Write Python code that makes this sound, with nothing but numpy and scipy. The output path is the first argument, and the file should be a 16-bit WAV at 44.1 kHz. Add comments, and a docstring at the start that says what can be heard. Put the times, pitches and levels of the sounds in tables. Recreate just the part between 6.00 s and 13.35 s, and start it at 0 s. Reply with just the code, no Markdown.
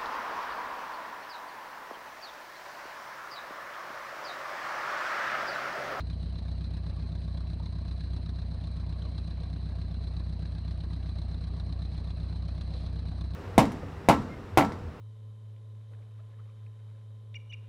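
"""A small seaplane's four-cylinder engine idles, heard from under the wing while taxiing across a lake.
The two-bladed propeller beats the air. Unequal cylinders make the engine lope; each gulps air, thumps
the silencer, rasps and spits a chuff that pings in the tailpipe, over rumble, ticks and metallic hiss.
The bow wave washes and bubbles along the hull, plops, gurgles and splashes up near the end."""
import sys
import numpy as np
from scipy import signal
from scipy.fft import rfft, irfft, next_fast_len
from scipy.io import wavfile
from scipy.ndimage import uniform_filter1d, map_coordinates

SR = 44100
rng = np.random.default_rng(int(sys.argv[2]) if len(sys.argv) > 2 else 0)


def wav_out(sig):
    """Save sig, one row per channel (or a flat mono array), as 16-bit PCM at SR to the path in sys.argv[1]."""
    wavfile.write(sys.argv[1], SR, np.round(np.clip(np.atleast_2d(sig).T, -1, 1) * 32767).astype(np.int16))


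N = 324135


def amp(db):
    """Decibels to gain."""
    return 10 ** (np.asarray(db) / 20)


def unit(x):
    """x at rms 1."""
    return x / np.sqrt(np.mean(x ** 2) + 1e-20)


def wobble(rate_hz):
    """Smooth random curve, rate_hz knots a second."""
    knots = rng.standard_normal(int(N * rate_hz / SR) + 4)
    return map_coordinates(knots, [np.arange(N) * rate_hz / SR])


def swell(at_s, half_s):
    """Gaussian rise and fall."""
    return np.exp(-((np.arange(N) / SR - at_s) / half_s) ** 2)


def filtered(x, response):
    """x through a complex frequency response."""
    size = next_fast_len(N + SR // 2)
    return irfft(rfft(x, size) * response(np.fft.rfftfreq(size, 1 / SR)), size)[:N]


def coloured(x, spectrum):
    """x shaped by (f/Hz, level/dB) points on a log axis, rms 1."""
    hz, db = np.transpose(spectrum)
    return unit(filtered(x, lambda f: amp(np.interp(np.log(f + 1), np.log(hz), db))))


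def noise(spectrum):
    """Coloured noise, rms 1."""
    return coloured(rng.standard_normal(N), spectrum)


def patchy(spectrum, depth_db):
    """Noise whose colour shifts from moment to moment, rms 1."""
    cells = signal.stft(rng.standard_normal(N), nperseg=512)[2]
    field = uniform_filter1d(rng.standard_normal(cells.shape), size=3, axis=0)
    field = uniform_filter1d(field, size=5, axis=1)
    mottled = signal.istft(cells * amp(depth_db * unit(field)), nperseg=512)[1]
    return coloured(mottled[:N], spectrum)


def body(f, modes):
    """Response of damped modes of alternating sign."""
    return sum((-1) ** k * amp(db) * 1j * f * width / (hz * hz - f * f + 1j * f * width)
               for k, (hz, width, db) in enumerate(modes))


def ringing(x, modes):
    """x through a set of modes."""
    return filtered(x, lambda f: body(f, modes))


def kicks(cycle, phase, db, scatter_db):
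    """One impulse per engine cycle at this phase, scattered in size."""
    at = np.searchsorted(cycle, np.arange(-1, int(cycle[-1]) + 2) + phase)
    at = at[(at > 0) & (at < N)]
    return np.bincount(at, amp(db + scatter_db * rng.standard_normal(len(at))), N)


def puffs(impulses, rise_s, decay_s):
    """An envelope that swells and dies away after each impulse."""
    t = np.arange(SR // 10) / SR
    shape = (1 - np.exp(-t / rise_s)) ** 2 * np.exp(-t / decay_s)
    return signal.fftconvolve(impulses, shape / shape.max())[:N]


# Crankshaft: t/s, speed/rpm
SHAFT_SPEED = [(0.0, 939.2), (0.2, 937.2), (0.4, 943.4), (0.6, 944.7), (0.8, 936.5), (1.1, 943.5),
               (1.6, 949.3), (2.2, 948.3), (2.8, 944.3), (3.4, 943.5), (3.9, 942.9), (4.4, 935.5),
               (4.9, 947.4), (5.4, 944.0), (5.9, 948.5), (6.4, 949.2), (6.9, 949.1), (7.35, 959.4)]
def crankshaft():
    """Running count of engine cycles, two turns each."""
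    rpm = np.interp(np.arange(N) / SR, *np.transpose(SHAFT_SPEED))
    return np.cumsum(rpm / 60 / 2) / SR - .053


# Blade-rate harmonics, from the first: level/dB
BLADE_HARMONICS = [-16, 1.5, -5.5, -36.5]
def propeller(cycle, lag_blades, unsteady_db):
    """Each passing blade leaves a smooth suction pulse: two blades, two turns a cycle."""
    blades = 2 * 2 * cycle - lag_blades
    return unit(-sum(amp(db + unsteady_db * wobble(16)) * np.cos(2 * np.pi * k * blades)
                     for k, db in enumerate(BLADE_HARMONICS, 1)))


# Cylinders in firing order: exhaust phase/cycle, level/dB, intake phase/cycle, level/dB
CYLINDER_PULSES = [(.96, 12.9, .923, 5.1), (.228, 13.4, .188, 16.2), (.478, 13.3, .393, 8.1),
                   (.772, 11.8, .667, 13.8)]
# Silencer and airbox modes: f/Hz, width/Hz, level/dB
SILENCER_MODES = [(93.2, 14, 2.8), (154, 14, 3.5), (202, 79, -12.6), (340, 19.6, -18.3)]
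AIRBOX_MODES = [(143.9, 18, -1.1), (164, 19, 2.9)]
def lope(cycle, exhaust_db, intake_db, muffle_hz, scatter_db):
    """Even exhaust pulses ring the silencer, unequal gulps the airbox; together they chug once a cycle."""
    blows = sum(kicks(cycle, phase, db + exhaust_db, scatter_db) for phase, db, _, _ in CYLINDER_PULSES)
    gulps = sum(kicks(cycle, phase, db + intake_db, scatter_db) for _, _, phase, db in CYLINDER_PULSES)
    thumps = ringing(gulps, AIRBOX_MODES) - ringing(blows, SILENCER_MODES)
    return filtered(thumps, lambda f: 1 / (1 + (f / muffle_hz) ** 4))


# Exhaust valves: opening phase/cycle, chuff level/dB, rasp level/dB, knock phase/cycle, level/dB
EXHAUST_VALVES = [(.961, 3.2, 2, .945, 1), (.215, -12, -2, .207, -3.5), (.476, -1.5, 1, .452, 3),
                  (.712, 3.2, 0, .69, 0)]
# Cowling modes: f/Hz, width/Hz, level/dB
COWLING_MODES = [(280, 16, 1), (351, 7.6, -4.5), (574, 25, -4), (668, 29, 1.5), (707.6, 30, -3.5)]
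# Gas in the pipe: f/Hz, level/dB
RASP_SPECTRUM = [(150, -19.5), (290, -1.5), (420, -2.5), (570, 0), (690, -1), (820, -5), (1120, -2),
                 (1380, -13), (1650, -8), (2200, -20.5), (5000, -24), (7500, -42), (8700, -29),
                 (12000, -47.5)]
def rasp(cycle, gas_db, cowling_db, knock_hz, scatter_db):
    """Each valve knocks the cowling as it lifts, then gas rasps through the pipe."""
    strokes = sum(kicks(cycle, phase, db, scatter_db) for phase, _, db, _, _ in EXHAUST_VALVES)
    lifts = sum(kicks(cycle, phase, db, scatter_db / 2) for _, _, _, phase, db in EXHAUST_VALVES)
    knocks = filtered(lifts, lambda f: 1 / (1 + 1j * f / knock_hz) ** 2)
    gas = unit(puffs(strokes, rise_s=0.0023, decay_s=0.025)) * patchy(RASP_SPECTRUM, depth_db=3.5)
    return amp(gas_db) * gas + amp(cowling_db) * unit(ringing(knocks, COWLING_MODES))


# Hard firings: t/s, level/dB
HARD_FIRINGS = [(.003, 10.5), (.1, 7), (.355, 6), (.388, 5.7), (.485, 4.5), (.738, 4.5), (.77, 5.7),
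                (.863, 5.5), (1.152, 5), (1.374, 7), (1.658, 7), (1.91, 6), (2.005, 7.5), (2.164, 7),
                (2.29, 7.5), (2.385, 5.5), (2.638, 5.5), (2.672, 5.5), (3.022, 5.5), (3.18, 10),
                (3.307, 4.5), (3.816, 5), (4.165, 5.5), (4.422, 5), (4.454, 6.5), (4.71, 6), (4.804, 6),
                (4.932, 7.5), (5.059, 5), (5.186, 7), (5.218, 6), (5.597, 7.5), (5.723, 7), (5.82, 6),
                (6.483, 8), (6.611, 10.5), (6.737, 7.5), (6.863, 6), (7.209, 8.5), (7.335, 5.5)]
def gas_bursts(cycle, scatter_db):
    """One impulse as each exhaust valve opens; some firings bark harder."""
    bursts = sum(kicks(cycle, phase, db, scatter_db) for phase, db, _, _, _ in EXHAUST_VALVES)
    at = np.flatnonzero(bursts)
    for at_s, db in HARD_FIRINGS:
        nearest = at[np.argmin(np.abs(at - at_s * SR))]
        bursts[nearest] = amp(db)
    return bursts


# Turbulence: f/Hz, level/dB
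RUMBLE_SPECTRUM = [(12, -19), (28, -7.5), (55, 1.5), (75, 0), (110, -4), (150, -11), (210, -7.5),
                   (300, -13), (400, -26.5), (900, -68)]
def rumble(flow):
    """Turbulent air and gas, pulsing with the exhaust flow."""
    return unit(1 + 0.29 * flow) * noise(RUMBLE_SPECTRUM)


# Exhaust puff: f/Hz, level/dB
CHUFF_SPECTRUM = [(150, -16), (400, 4.5), (700, -0.5), (900, -4.5), (1600, -3), (2800, -11.5), (3500, -1),
                  (4120, 7), (4700, -7), (6200, -11.5), (7500, -28), (8700, -12.5), (11000, -44),
                  (12500, -43)]
def chuffs(flow):
    """Each burst of gas leaves as a short puff of noise."""
    return flow * patchy(CHUFF_SPECTRUM, depth_db=3.5)


# Tailpipe modes: f/Hz, width/Hz, level/dB
TAILPIPE_MODES = [(700, 93, -8), (940, 77, -6.5), (1172, 100, -7.5), (1642, 75, -5.5), (2150, 88, -18.5),
                  (2460, 160, -13), (3040, 63, -19.5), (3565, 200, -8), (4046, 111, 4.5),
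                  (4270, 210, -14.5), (4990, 110, -15.5)]
def tailpipe_pings(bursts, rise_s, decay_s):
    """Each burst of turbulent gas rings the tailpipe with a dry metallic ping."""
    at, t = np.flatnonzero(bursts), np.arange(SR // 10) / SR
    shape = (1 - np.exp(-t / rise_s)) ** 2 * np.exp(-t / decay_s)
    gas = shape * rng.standard_normal((len(at), len(t)))
    pings = irfft(rfft(gas) * body(np.fft.rfftfreq(len(t), 1 / SR), TAILPIPE_MODES), len(t))
    pings *= (bursts[at] / np.linalg.norm(pings, axis=1))[:, None]
    samples = at[:, None] + np.arange(len(t))
    return unit(np.bincount(samples.ravel(), pings.ravel(), N)[:N])


# Burst onset: f/Hz, level/dB
SNAP_SPECTRUM = [(600, -10), (1600, 10), (3000, 4), (4100, 15.5), (5600, -1), (7500, -15), (8900, -4.5),
                 (11000, -25), (12500, -27)]
def snaps(bursts, exponent):
    """Each burst starts with a bright snap, more prominent in hard firings."""
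    envelope = unit(puffs(bursts ** exponent, rise_s=0.0017, decay_s=0.0027))
    return envelope * patchy(SNAP_SPECTRUM, depth_db=5.0)


# Hiss: f/Hz, level/dB
HISS_SPECTRUM = [(300, -20), (1000, -13.5), (2000, -12.5), (3200, -22.5), (3750, -12), (4020, 4),
                 (4500, -8), (5300, -21.5), (6500, -25.5), (7500, -42), (8500, -19.5), (10000, -35.5),
                 (12500, -50)]
def hiss(flutter_db):
    """Continuous metallic hiss with a fast flutter."""
    return amp(flutter_db * wobble(70)) * noise(HISS_SPECTRUM)


# Tappets: phase/cycle, level/dB
TAPPET_TICKS = [(.11, -11), (0.494, 3.5), (0.713, 2.5), (.968, 3)]
# Bright ring near 4 and 9 kHz: f/Hz, width/Hz, level/dB
BRIGHT_RING_MODES = [(4100, 200, -6), (8900, 300, -16.5)]
def tappets(cycle, ring_gain):
    """Tappets click with a short, bright ring."""
    taps = sum(kicks(cycle, phase, db, scatter_db=2.0) for phase, db in TAPPET_TICKS)
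    cracks = puffs(taps, rise_s=0.00035, decay_s=0.0013) * rng.standard_normal(N)
    clicks = coloured(cracks, [(600, -10), (1600, 9.5), (3000, 9.5), (5500, -2), (7500, -14),
                               (8800, 4.5), (12000, -21)])
    return clicks + ring_gain * unit(ringing(cracks, BRIGHT_RING_MODES))


def engine():
    """One shaft times propeller, intake, exhaust and valves."""
    cycle = crankshaft()
    uneven = cycle + .001 * wobble(25)  # combustion is never quite on time
    bursts = gas_bursts(cycle, scatter_db=1.25)
    flow = unit(puffs(bursts, rise_s=0.005, decay_s=0.0052))
    return (amp(-34.5) * propeller(cycle, lag_blades=0.173, unsteady_db=0.3)
            + lope(uneven, exhaust_db=0.78, intake_db=0.9, muffle_hz=475, scatter_db=1.0)
            + rasp(uneven, gas_db=-61, cowling_db=-62, knock_hz=1300, scatter_db=2.0)
            + amp(-46.5) * rumble(flow)
            + amp(-68) * chuffs(flow)
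            + amp(-64.5) * tailpipe_pings(bursts, rise_s=0.0025, decay_s=0.0044)
            + amp(-69) * snaps(bursts, exponent=1.3)
            + amp(-62.5) * hiss(flutter_db=2.0)
            + amp(-76.5) * tappets(cycle, ring_gain=0.3))


def bubbles(count, pitch_hz, log_spread, cycles, size_db):
    """Bubbles ring briefly and rise in pitch as they surface."""
    start, draw = rng.random((count, 2)).T
    hz = np.clip(pitch_hz * np.exp(log_spread * rng.standard_normal((count, 1))), 300, 11500)
    size = np.minimum(-np.log(1 - draw), 4)  # capped: no single bubble stands out
    t = np.arange(SR // 30) / SR
    age = t * hz / cycles
    envelope = amp(size_db * size)[:, None] * (1 - np.exp(-8 * age)) * np.exp(-2 * age)
    glide = 1 + 0.0734 * np.minimum(age, 3)
    grains = envelope * np.sin(2 * np.pi * hz * t * glide)
    samples = (start * N).astype(int)[:, None] + np.arange(len(t))
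    return unit(np.bincount(samples.ravel(), grains.ravel(), N)[:N])


# Hull wash and fine spray: f/Hz, level/dB
WASH_SPECTRUM = [(150, 7), (400, 0), (680, 0.5), (850, -4), (1150, -6.5), (1400, -16), (2500, -10.5),
                 (4500, -17), (7000, -48), (12000, -55)]
SPRAY_SPECTRUM = [(2000, -14), (4100, 14), (5500, -3), (7500, -16), (8800, 2.5), (11000, -12.5),
                  (12500, -21.5)]
def bow_wave(wash_db, froth_db, spray_db, surge_db):
    """Bubbly water washes along the hull in small surges; fine spray crackles on top."""
    surge = amp(surge_db * wobble(7))
    froth = bubbles(count=700, pitch_hz=871, log_spread=0.38, cycles=12, size_db=2.0)
    crackle = bubbles(count=900, pitch_hz=7900, log_spread=0.38, cycles=2.4, size_db=3.5)
    spray = coloured(crackle, SPRAY_SPECTRUM)
    wash = patchy(WASH_SPECTRUM, depth_db=3.5)
    return surge * (amp(wash_db) * wash + amp(froth_db) * froth + amp(spray_db) * spray)


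# Large bubbles: t/s, f/Hz, peak level/dB
LARGE_BUBBLES = [(1.22, 520, -61), (2.54, 509, -55), (3.03, 438, -56), (3.04, 568, -55), (3.41, 495, -56),
                 (4.0, 424, -52), (5.41, 464, -54), (5.52, 390, -51), (6.17, 605, -57), (6.745, 486, -50.5),
                 (6.92, 422, -53), (6.95, 449, -58)]
def plops(rise_s, decay_s, glide_per_s):
    """A large bubble swells, rings and rises in pitch as it nears the surface."""
    out, t = np.zeros(N + SR), np.arange(SR // 8) / SR
    shape = (1 - np.exp(-t / rise_s)) * np.exp(-t / decay_s)
    for at_s, hz, db in LARGE_BUBBLES:
        note = np.sin(2 * np.pi * hz * t * (1 + glide_per_s * t / 2))
        out[round(at_s * SR):][:len(t)] += amp(db) * shape / shape.max() * note
    return out[:N]


# Bow dips: t/s, half length/s, level/dB
BOW_DIPS = [(3.098, 0.16, -69), (5.502, 0.075, -71), (6.81, 0.5, -62.5)]
def gurgle():
    """The bow dips into a ripple and folds air under: a cluster of large, low bubbles."""
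    envelope = sum(amp(db) * swell(at_s, half_s) for at_s, half_s, db in BOW_DIPS)
    return envelope * bubbles(count=700, pitch_hz=477, log_spread=.27, cycles=21, size_db=4.5)


def splash(at_s, half_s, level_db, patter_db):
    """The bow throws up a soft sheet of spray that patters back."""
    drops = bubbles(count=2400, pitch_hz=3020, log_spread=0.42, cycles=2.4, size_db=2.5)
    spray = coloured(.5 * drops + rng.standard_normal(N),
                     [(200, -23), (500, 5), (1200, -7), (2800, -10), (4200, 4.5), (5500, -11),
                      (7300, -22), (9000, -13), (12500, -34)])
    envelope = swell(at_s, half_s) + amp(patter_db) * swell(at_s + half_s, 2 * half_s)
    return amp(level_db) * envelope * spray


def scene():
    """Engine and water, mono."""
    water = (bow_wave(wash_db=-58.5, froth_db=-69, spray_db=-80, surge_db=1.2)
             + plops(rise_s=0.011, decay_s=0.014, glide_per_s=1.5)
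             + gurgle()
             + splash(at_s=6.785, half_s=0.065, level_db=-61, patter_db=-10))
    return (engine() + water)[None]


def record(dry, top_hz=12400):
    """Brick-wall low-pass."""
    return np.array([filtered(channel, lambda f: f < top_hz) for channel in dry])


dry = scene()
out = record(dry)
wav_out(out)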